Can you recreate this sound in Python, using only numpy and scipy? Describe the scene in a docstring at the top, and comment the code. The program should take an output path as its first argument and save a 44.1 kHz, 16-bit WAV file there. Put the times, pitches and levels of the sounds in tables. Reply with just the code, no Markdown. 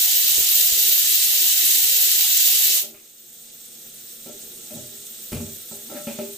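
"""Small tiled kitchen, phone close by: a pressure cooker blows off steam; a low rush of short blobs warbles
beneath, and soft thumps reach the phone. The weight drops back on the vent and jolts the sheet-steel stove.
The phone's gain creeps up again and reveals a thin leak and the gas flames. A flatbread is turned by hand
and slaps onto its griddle, then a burner knob is turned off, scraping and knocking on the stove.
Steam and flames are coloured noise, the stove a set of struck modes, the room a dense noise echo."""
import sys
import numpy as np
from scipy import signal
from scipy.fft import rfft, irfft, next_fast_len
from scipy.io import wavfile
from scipy.ndimage import uniform_filter1d

SR = 44100
rng = np.random.default_rng(int(sys.argv[2]) if len(sys.argv) > 2 else 0)


def master_out(mix):
    """Clip the mix to full scale and print it as 16-bit PCM to the path in sys.argv[1]."""
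    frames = np.transpose(np.atleast_2d(mix))
    ceiling = np.clip(frames, -1, 1)
    pcm = np.round(ceiling * 32767).astype(np.int16)
    wavfile.write(sys.argv[1], SR, pcm)


N = 280917
T = np.arange(N) / SR
KITCHEN_T60_S, KITCHEN_BASS_T60_S = 0.12, 0.37
# the weight drops back on the vent
SEAT_S = 2.7675

# the flatbread lands edge first and unrolls onto the griddle, one row per patch of dough:
# t/s, peak level/dB, contact/s, thud/dB, middle/dB, clang/dB, click/dB
DOUGH_PATCHES = [(5.319, -31, 0.0024, -2, 4, 5, 8), (5.328, -20, 0.0027, -3, -13, -14, -2),
                 (5.347, -21, 0.0057, 21, -2, -9, -6), (5.364, -32, 0.0047, 7, -9, -6, -2),
                 (5.403, -22.5, 0.0037, 17, -1, -12, -24), (5.432, -44.5, 0.0057, 13, -4, -13, -22),
                 (5.474, -35, 0.0068, -4, -8, -16, -24)]


def undb(db):
    """Decibels to gain."""
    return 10 ** (np.asarray(db) / 20)


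def unit(x):
    """Scale to rms 1."""
    return x / np.sqrt(np.mean(x ** 2))


def shape(points, hz):
    """Gain at the given frequencies from (Hz, dB) points."""
    f, db = np.transpose(points)
    return undb(np.interp(np.log(hz + 1), np.log(f), db))


def filtered(x, gain):
    """Apply a gain that is a function of frequency."""
    size = next_fast_len(x.shape[-1] + 2048, True)
    spectrum = rfft(x, size) * gain(np.fft.rfftfreq(size, 1 / SR))
    return irfft(spectrum, size)[..., :x.shape[-1]]


def noise(points, size=N):
    """Noise with the colour of (Hz, dB) points, rms 1."""
    white = rng.standard_normal(size)
    return unit(filtered(white, lambda hz: shape(points, hz)))


def walk(rate, size=N):
    """Random wander of rms 1 in straight lines between knots, rate knots per second."""
    knots = rng.standard_normal(int(T[size - 1] * rate) + 3)
    return unit(np.interp(T[:size] * rate + rng.random(), np.arange(len(knots)), knots))


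def fade(t, t60):
    """Exponential decay, 60 dB down at t60."""
    return np.exp(-np.log(1000) * t / t60)


def swaying(x, centres, depths_db, rate, flicker):
    """Each band wanders in level, slowly and with a share of quicker flicker on top."""
    out = 0
    for depth, own in zip(depths_db, np.eye(len(centres))):
        band = filtered(x, lambda hz: np.interp(hz, centres, own))
        wander = walk(rate) + flicker * walk(3 * rate)
        out = out + band * undb(depth * wander)
    return out


def kitchen(x, wet_db, treble_db, t60, apart_hz):
    """Direct sound plus the tiles' dense echo, which is alike at both ports only in the bass."""
    t = T[:SR // 2]
    mid, side = rng.standard_normal((2, len(t))) * fade(t, t60) * (t > .002)
    side = filtered(side, lambda hz: hz / np.hypot(hz, apart_hz))
    echo = np.array([mid + side, mid - side])
    wet = lambda hz: shape([(5500, wet_db), (8000, wet_db + treble_db)], hz)
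    response = filtered(echo / np.sqrt(np.sum(echo ** 2) / 2), wet)
    # the direct sound
    response[:, 0] += 1
    # the echo adds no overall level
    response = filtered(response, lambda hz: 1 / np.hypot(1, wet(hz)))
    # steady sounds have already filled the room when the scene opens
    running = np.pad(x, (len(t), 0), "reflect")
    return signal.fftconvolve(running[None], response)[:, len(t):len(t) + N]


def vent():
    """Steam bursts from the holes of the lifted weight, rings the vent and flutters as the weight dances."""
    # colour of the jet's hiss: f/Hz, level/dB per Hz
    jet_colour = [(1000, -77), (1250, -27.5), (1480, -21), (1950, -12), (2490, -11.5), (2720, -4),
                  (3390, -4), (3950, -1.5), (4990, -4.5), (6730, -2), (8780, -2), (9690, -15),
                  (10700, -1.5), (11700, -3.5), (14700, 4.5), (15400, -2.5)]
    # whistling resonances of the vent and its weight: f/Hz, width/Hz, lift/dB
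    whistles = [(2998, 40, 4), (3504, 35, 4), (3845, 50, 4), (4268, 35, 4), (5513, 45, 5), (6730, 55, 5),
                (6996, 40, 4), (7751, 90, 3), (12880, 150, 3)]
    # the jet swells as the weight lifts, and is choked when the weight drops back
    jet_db, swell_db_per_s, choke_db_per_s = -2, 0.5, 238
    swell_db = swell_db_per_s * np.minimum(T, SEAT_S)
    choke_db = choke_db_per_s * np.maximum(T - SEAT_S, 0)
    flow = undb(jet_db + swell_db - choke_db)
    hiss = steam(jet_colour, flow, count=5, wet_db=15.0, treble_db=-12.5, sway_db=1.6, spit_db=.5)
    lift = lambda hz: undb(sum(db / (1 + (2 * (hz - f) / width) ** 2) for f, width, db in whistles))
    flutter = undb(0.42 * walk(35.05))
    return filtered(hiss, lift) * flutter


def steam(colour, flow, count, wet_db, treble_db, sway_db, spit_db):
    """Turbulent jets, each with its own tile echo; the treble sways most and droplets make them spit."""
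    jets = sum(kitchen(noise(colour) * flow, wet_db, treble_db, KITCHEN_T60_S, apart_hz=700)
               for _ in range(count))
    centres = np.linspace(2000, 15000, 6)
    # the rocking weight swings the treble past the phone
    depths_db = sway_db * centres / centres[-1]
    hiss = swaying(jets / np.sqrt(count), centres, depths_db, rate=26, flicker=1.0)
    return hiss * undb(spit_db * walk(250))


def warble():
    """A low warbling rush under the hiss: short blobs of random pitch, outlasting the hiss a little."""
    # colour of the rush: f/Hz, level/dB per Hz
    rush_colour = [(110, -20), (170, -3), (230, 0), (330, -5), (430, -2), (530, 1.5), (620, -2), (700, -7),
                   (810, -3), (900, -9), (1000, -13), (1200, -6), (1340, 3), (1450, -2)]
    rush_db, fall_db_per_s = -34, 113
    blobs_per_s, blob_s, low_bias = 210, .05, 1.3  # a bias above 1 favours low pitches
    t = T[:int(blob_s * SR)]
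    out, swell = np.zeros(N + len(t)), np.hanning(len(t))
    count = int(blobs_per_s * T[-1])
    lowest_hz, highest_hz = rush_colour[0][0], rush_colour[-1][0]
    for k, (late, pitch, size, phase) in enumerate(rng.random((count, 4))):
        hz = lowest_hz + pitch ** low_bias * (highest_hz - lowest_hz)
        start = int((k + late) / count * N)
        blob = swell * np.sin(2 * np.pi * (hz * t + phase))
        out[start:start + len(t)] += (1 + size) * blob
    rush = unit(filtered(out[len(t):], lambda hz: shape(rush_colour, hz)))
    rush = rush * undb(rush_db - fall_db_per_s * np.maximum(T - SEAT_S, 0))
    return kitchen(rush, wet_db=3, treble_db=5, t60=0.033, apart_hz=149)


def flop():
    """The flatbread slaps down patch by patch; the soft dough damps the griddle."""
    ring_share = 0.55  # of the modes' free ring time
    rows = [(*row, ring_share) for row in DOUGH_PATCHES]
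    return blows(rows, sharp_s=0.0029, click_t60=0.27, snap_db=9)


def knocks():
    """The seating weight, the hand and the burner knob jolt the stove."""
    # thud, middle and clang weigh the stove's low, middle and high modes; ring is a multiple of the
    # modes' own ring time, less where the hand damps them:
    # t/s, peak level/dB, contact/s, thud/dB, middle/dB, clang/dB, click/dB, ring/ratio
    jolts = [(2.812, -25.5, 0.027, -1, 5, 7, -1, 0.58), (2.943, -37, 0.004, -6, 0, 7, 9, .6),
             (4.261, -30, 0.005, -12, 2, 1, -14, .85), (4.295, -33, 0.003, -3, 4, -2, -24, .8),
             (4.703, -28, 0.026, 3, -5, -5.5, -11, 1.6), (4.765, -32, 0.013, -3, -14, -9, -28, 1.6),
             (5.714, -31, 0.0041, -5, -2.5, -3, -22, 1), (5.914, -30.5, 0.004, -14, 6, 4, -25, 0.61),
             (5.953, -30.5, 0.0028, -9, 3, 19, -11, 0.35), (6.07, -20, 0.0027, -31, -13, -7.5, -7.5, 0.57),
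             (6.083, -29, 0.0023, -12, -6, 14, -5, 0.43), (6.112, -37, 0.0014, -16, -1, -3, -15, 0.61),
             (6.188, -21, 0.0032, -23, -1, -1.5, -10, 0.68), (6.216, -31, 0.0067, -20, 18, -11, -24, 0.72),
             (6.268, -42, 0.013, 11, 12, -13, -26, 1)]
    return blows(jolts, sharp_s=0.0056, click_t60=0.38, snap_db=-28.0)


def blows(rows, sharp_s, click_t60, snap_db):
    """Each blow pushes and chatters into the stove's modes, with a dry click; long contacts start softly."""
    # the dry click of a contact: f/Hz, level/dB per Hz
    click_colour = [(150, 2), (300, -11), (800, -9), (1050, -1), (1350, -2.5), (1800, -2.5), (2500, 7.5),
                    (3500, -2), (6000, -6.5), (15000, -8)]
    out, t = np.zeros(2 * N), T[:SR // 4]
    for s, db, contact, thud_db, middle_db, clang_db, click_db, ring_share in rows:
        force = rng.standard_normal(len(t)) * np.sqrt(t) * np.exp(-t / contact)
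        force /= np.linalg.norm(force)
        force[0] += sharp_s / contact
        # the chatter spreads the push in time but feeds all modes alike
        force = irfft(np.exp(1j * np.angle(rfft(force, 2 * len(t)))))[:len(t)]
        ring = signal.fftconvolve(force, stove(thud_db, middle_db, clang_db, contact, ring_share))
        ring /= abs(ring).max()
        click = noise(click_colour, size=len(t)) * fade(t, click_t60)
        # the first touch snaps right up into the treble
        snap = rng.standard_normal(len(t)) * fade(t, 0.045)
        click = click + undb(snap_db) * snap
        ring[:len(t)] += undb(click_db) * click / abs(click).max()
        start = int(s * SR)
        out[start:start + len(ring)] += undb(db) * ring
    return out[:N]


def stove(thud_db, middle_db, clang_db, contact, ring_share, place_db=1.5, frame_db=-4, frame_t60=0.22):
    """Stove top and frame ring: heavy pushes bring out low modes, hard ones high; each spot favours its own."""
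    # modes of the stove top with the griddle on it: f/Hz, level/dB, t60/s
    modes = [(92, -4, 0.59), (131, -4, 0.51), (227.2, 11.5, 0.49), (398.4, 4.5, 1), (476, 1, 0.17),
             (536, 7.5, 0.23), (596, 8, 0.4), (710, -18, 0.24), (806, -2, 0.33), (930, -22.5, 0.17),
             (1316, 5.5, 0.12), (2480, -40, 0.12)]
    # the crowd of heavily damped modes of the stove's frame and counter: f/Hz, level/dB per Hz
    frame_colour = [(70, 5), (140, 6.5), (230, 7), (330, 10.5), (480, -2), (600, 17), (700, -6), (800, 11),
                    (920, 4), (1030, -51), (1350, -26), (2400, -14), (5000, -60)]
    # a contact of the typical length dulls the highest modes by this much, a longer one more
    typical_contact_s, softening_db = 0.015, 8
    joggles_per_s, joggle_detune, joggle_db = 45, 0.011, 1.5
    t = T[:SR // 2 + SR // 4]
    dull_db = softening_db * contact / typical_contact_s
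    spot = [(135, thud_db), (205, 0), (250, 0), (380, middle_db), (440, middle_db),
            (570, clang_db), (620, clang_db), (1240, clang_db - dull_db)]
    push = lambda hz: shape(spot, hz)
    hz, db, t60 = np.transpose(modes)[:, :, None]
    size = push(hz) * undb(db + place_db * rng.standard_normal(hz.shape))
    # the griddle joggles on its support, so each mode wavers in pitch and level as it rings
    joggle = lambda: np.array([walk(joggles_per_s, size=len(t)) for _ in modes])
    phase = 2 * np.pi * np.cumsum(hz * (1 + joggle_detune * joggle()), axis=1) / SR
    waver = undb(joggle_db * joggle())
    top = np.sum(size * waver * np.sin(phase) * fade(t, t60 * ring_share), axis=0)
    frame = filtered(noise(frame_colour, size=len(t)), push) * fade(t, frame_t60)
    # an open sheet radiates almost nothing below its lowest mode
    radiation = signal.butter(3, 90, "high", fs=SR, output="sos")
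    return signal.sosfilt(radiation, unit(top) + undb(frame_db) * unit(frame))


def drag():
    """The knob's spindle sticks and slips: uneven catches rattle the stove, a chatter follows the turn."""
    # one stiff turn; its chatter is quickest in mid-turn
    turn_s, length_s, attack_s, release_t60_s = 5.865, 0.12, 0.04, 0.23
    rattle_db, chatter_db, slow_hz, fast_hz = -41, -41, 187, 313
    t = T - turn_s
    grip = np.clip(t / attack_s, 0, 1) * fade(np.maximum(t - length_s, 0), release_t60_s)
    speed = np.sin(np.pi * np.clip(t / length_s, 0, 1))
    # about 500 catches per second
    catches = (rng.random(N) < 500 / SR) * rng.standard_normal(N)
    # the hand on the knob damps the ring a little
    ring = stove(thud_db=-20, middle_db=-1, clang_db=22, contact=0, ring_share=0.96,
                 frame_db=-2, frame_t60=0.044)
    rattle = signal.fftconvolve(unit(catches) * grip, ring / np.linalg.norm(ring))[:N]
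    hz = (slow_hz + (fast_hz - slow_hz) * speed) * (1 + 0.0777 * walk(200))
    chatter = unit(np.sin(2 * np.pi * np.cumsum(hz) / SR) * undb(5.4 * walk(120)))
    return undb(rattle_db) * rattle + undb(chatter_db) * chatter * np.sqrt(grip)


def scratch():
    """A finger rasps along the knob as it turns: fine catches with the dry colour of a click."""
    # colour of the rasp: f/Hz, level/dB per Hz
    rasp_colour = [(900, -25), (1300, 2), (1700, 1), (2050, 2), (2700, -9), (5000, -14), (12000, -30)]
    start_s, length_s, rasp_db, catches_per_s = 5.888, 0.15, -50.5, 800
    along = np.clip((T - start_s) / length_s, 0, 1)
    catches = (rng.random(N) < catches_per_s / SR) * rng.standard_normal(N)
    rasp = unit(filtered(catches, lambda hz: shape(rasp_colour, hz)))
    return undb(rasp_db) * rasp * np.sin(np.pi * along)


def bumps(rows):
    """Dull thuds at the phone: a few dying swings with a rumble, panned between the ports."""
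    # colour of the rumble: f/Hz, level/dB per Hz
    rumble_colour = [(20, 2), (110, 5), (250, -9), (500, 2), (700, -32), (1200, -41)]
    attack_s, rumble_db = 0.0017, 2.5
    out, t = np.zeros((2, N)), T[:SR // 4]
    for s, db, t60, hz, pan_db in rows:
        rumble = undb(rumble_db) * noise(rumble_colour, size=len(t))
        swing = np.sin(2 * np.pi * hz * t) + rumble
        thump = swing * fade(t, t60) * (1 - np.exp(-t / attack_s))
        start = int(s * SR)
        side_gains = undb(db + np.array([[pan_db], [-pan_db]]) / 2)
        out[:, start:start + len(t)] += side_gains * thump / abs(thump).max()
    # the lowest bass is cut
    return filtered(out, lambda hz: np.minimum(hz / 25, 1) ** 2)


def leak():
    """Thin threads of steam escape round the seated weight; their treble reaches the phone directly."""
    # colour of the leak: f/Hz, level/dB per Hz
    leak_colour = [(650, -61), (1100, -20.5), (1270, -14), (1370, -12), (1520, -15), (2490, -11),
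                   (2810, -7.5), (3790, -1), (4780, -8.5), (6300, -1.5), (7500, -1.5), (8120, 3),
                   (8870, 0.5), (9790, -12), (10600, -4.5), (12500, -2), (14400, 3.5), (15400, -0.5)]
    return steam(leak_colour, undb(-35.5), count=3, wet_db=26.5, treble_db=-31.5, sway_db=2.0, spit_db=0.37)


def flames():
    """The burners' low flutter: noise of wandering level, nearly the same at both ports."""
    # colour of the gas flames: f/Hz, level/dB per Hz
    flame_colour = [(25, -6), (70, -19), (100, -6.5), (133, -2), (173, -10), (228, 6), (275, -6), (400, -5),
                    (500, -5), (590, -11), (900, -16.5), (1020, -43)]
    roar = noise(flame_colour) * undb(1.6 * walk(4.5))
    return undb(-53.0) * kitchen(roar, wet_db=1, treble_db=-2.0, t60=KITCHEN_BASS_T60_S, apart_hz=374)


def scene():
    """Cooker, low warble, flames and the work at the griddle; thumps and a puff of air at the phone."""
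    # soft thumps of air and handling at the phone:
    # t/s, level/dB (peak, mean of the two sides), t60/s, f/Hz, left minus right/dB
    thumps = [(.376, -24, 0.087, 45, -29), (.382, -32, .06, 420, -16), (.405, -30, 0.13, 105, -30),
              (.718, -30, 0.1, 87, 28), (.772, -30, 0.12, 400, 15), (.812, -34, 0.2, 54.7, 18),
              (.886, -33, 0.087, 74.5, 22)]
    # the air that the flatbread pushes aside reaches the phone as a puff, same columns
    puff = (DOUGH_PATCHES[0][0], -28, 0.4, 87, 0)
    work = kitchen(knocks() + flop() + drag() + scratch(), wet_db=-3.0, treble_db=0.5,
                   t60=KITCHEN_BASS_T60_S, apart_hz=352)
    air = bumps(thumps) + bumps([puff])
    return vent() + warble() + leak() + flames() + air + work


def gain_control(x, limit_db, attack_s, release_s):
    """Turn down whatever exceeds the limit, and let the gain creep back afterwards."""
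    hop = SR // 100
    power = uniform_filter1d(np.mean(x ** 2, axis=0), 2 * hop)[::hop]
    excess = np.maximum(10 * np.log10(np.maximum(power, 1e-12)) - limit_db, 0)
    # the gain has already settled when the scene opens
    cut = [excess[:20].mean()]
    for over in excess[1:]:
        lag = attack_s if over > cut[-1] else release_s
        cut.append(cut[-1] + (over - cut[-1]) * (1 - np.exp(-hop / SR / lag)))
    return x * undb(-np.interp(T, T[::hop], cut))


def record(dry):
    """Each microphone port has its own colour; the phone rides its gain and cuts the top."""
    # the two microphone ports: f/Hz, left minus right/dB
    port_colour = [(150, 1), (450, 2), (1400, 3), (2950, -2), (3600, 3), (4100, -1), (5500, 0.5),
                   (6400, -5), (8500, -4), (9700, 0), (10700, 4.5), (12000, 1.5), (14000, 1.5), (14900, -2)]
    top_hz = 15520
    sides = np.array([[1], [-1]]) / 2
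    heard = filtered(dry, lambda hz: shape(port_colour, hz) ** sides)
    heard = gain_control(heard, limit_db=-15.0, attack_s=1.0, release_s=0.71)
    return filtered(heard, lambda hz: np.clip((top_hz - hz) / 80 + .5, 0, 1))


dry = scene()
out = record(dry)
master_out(out)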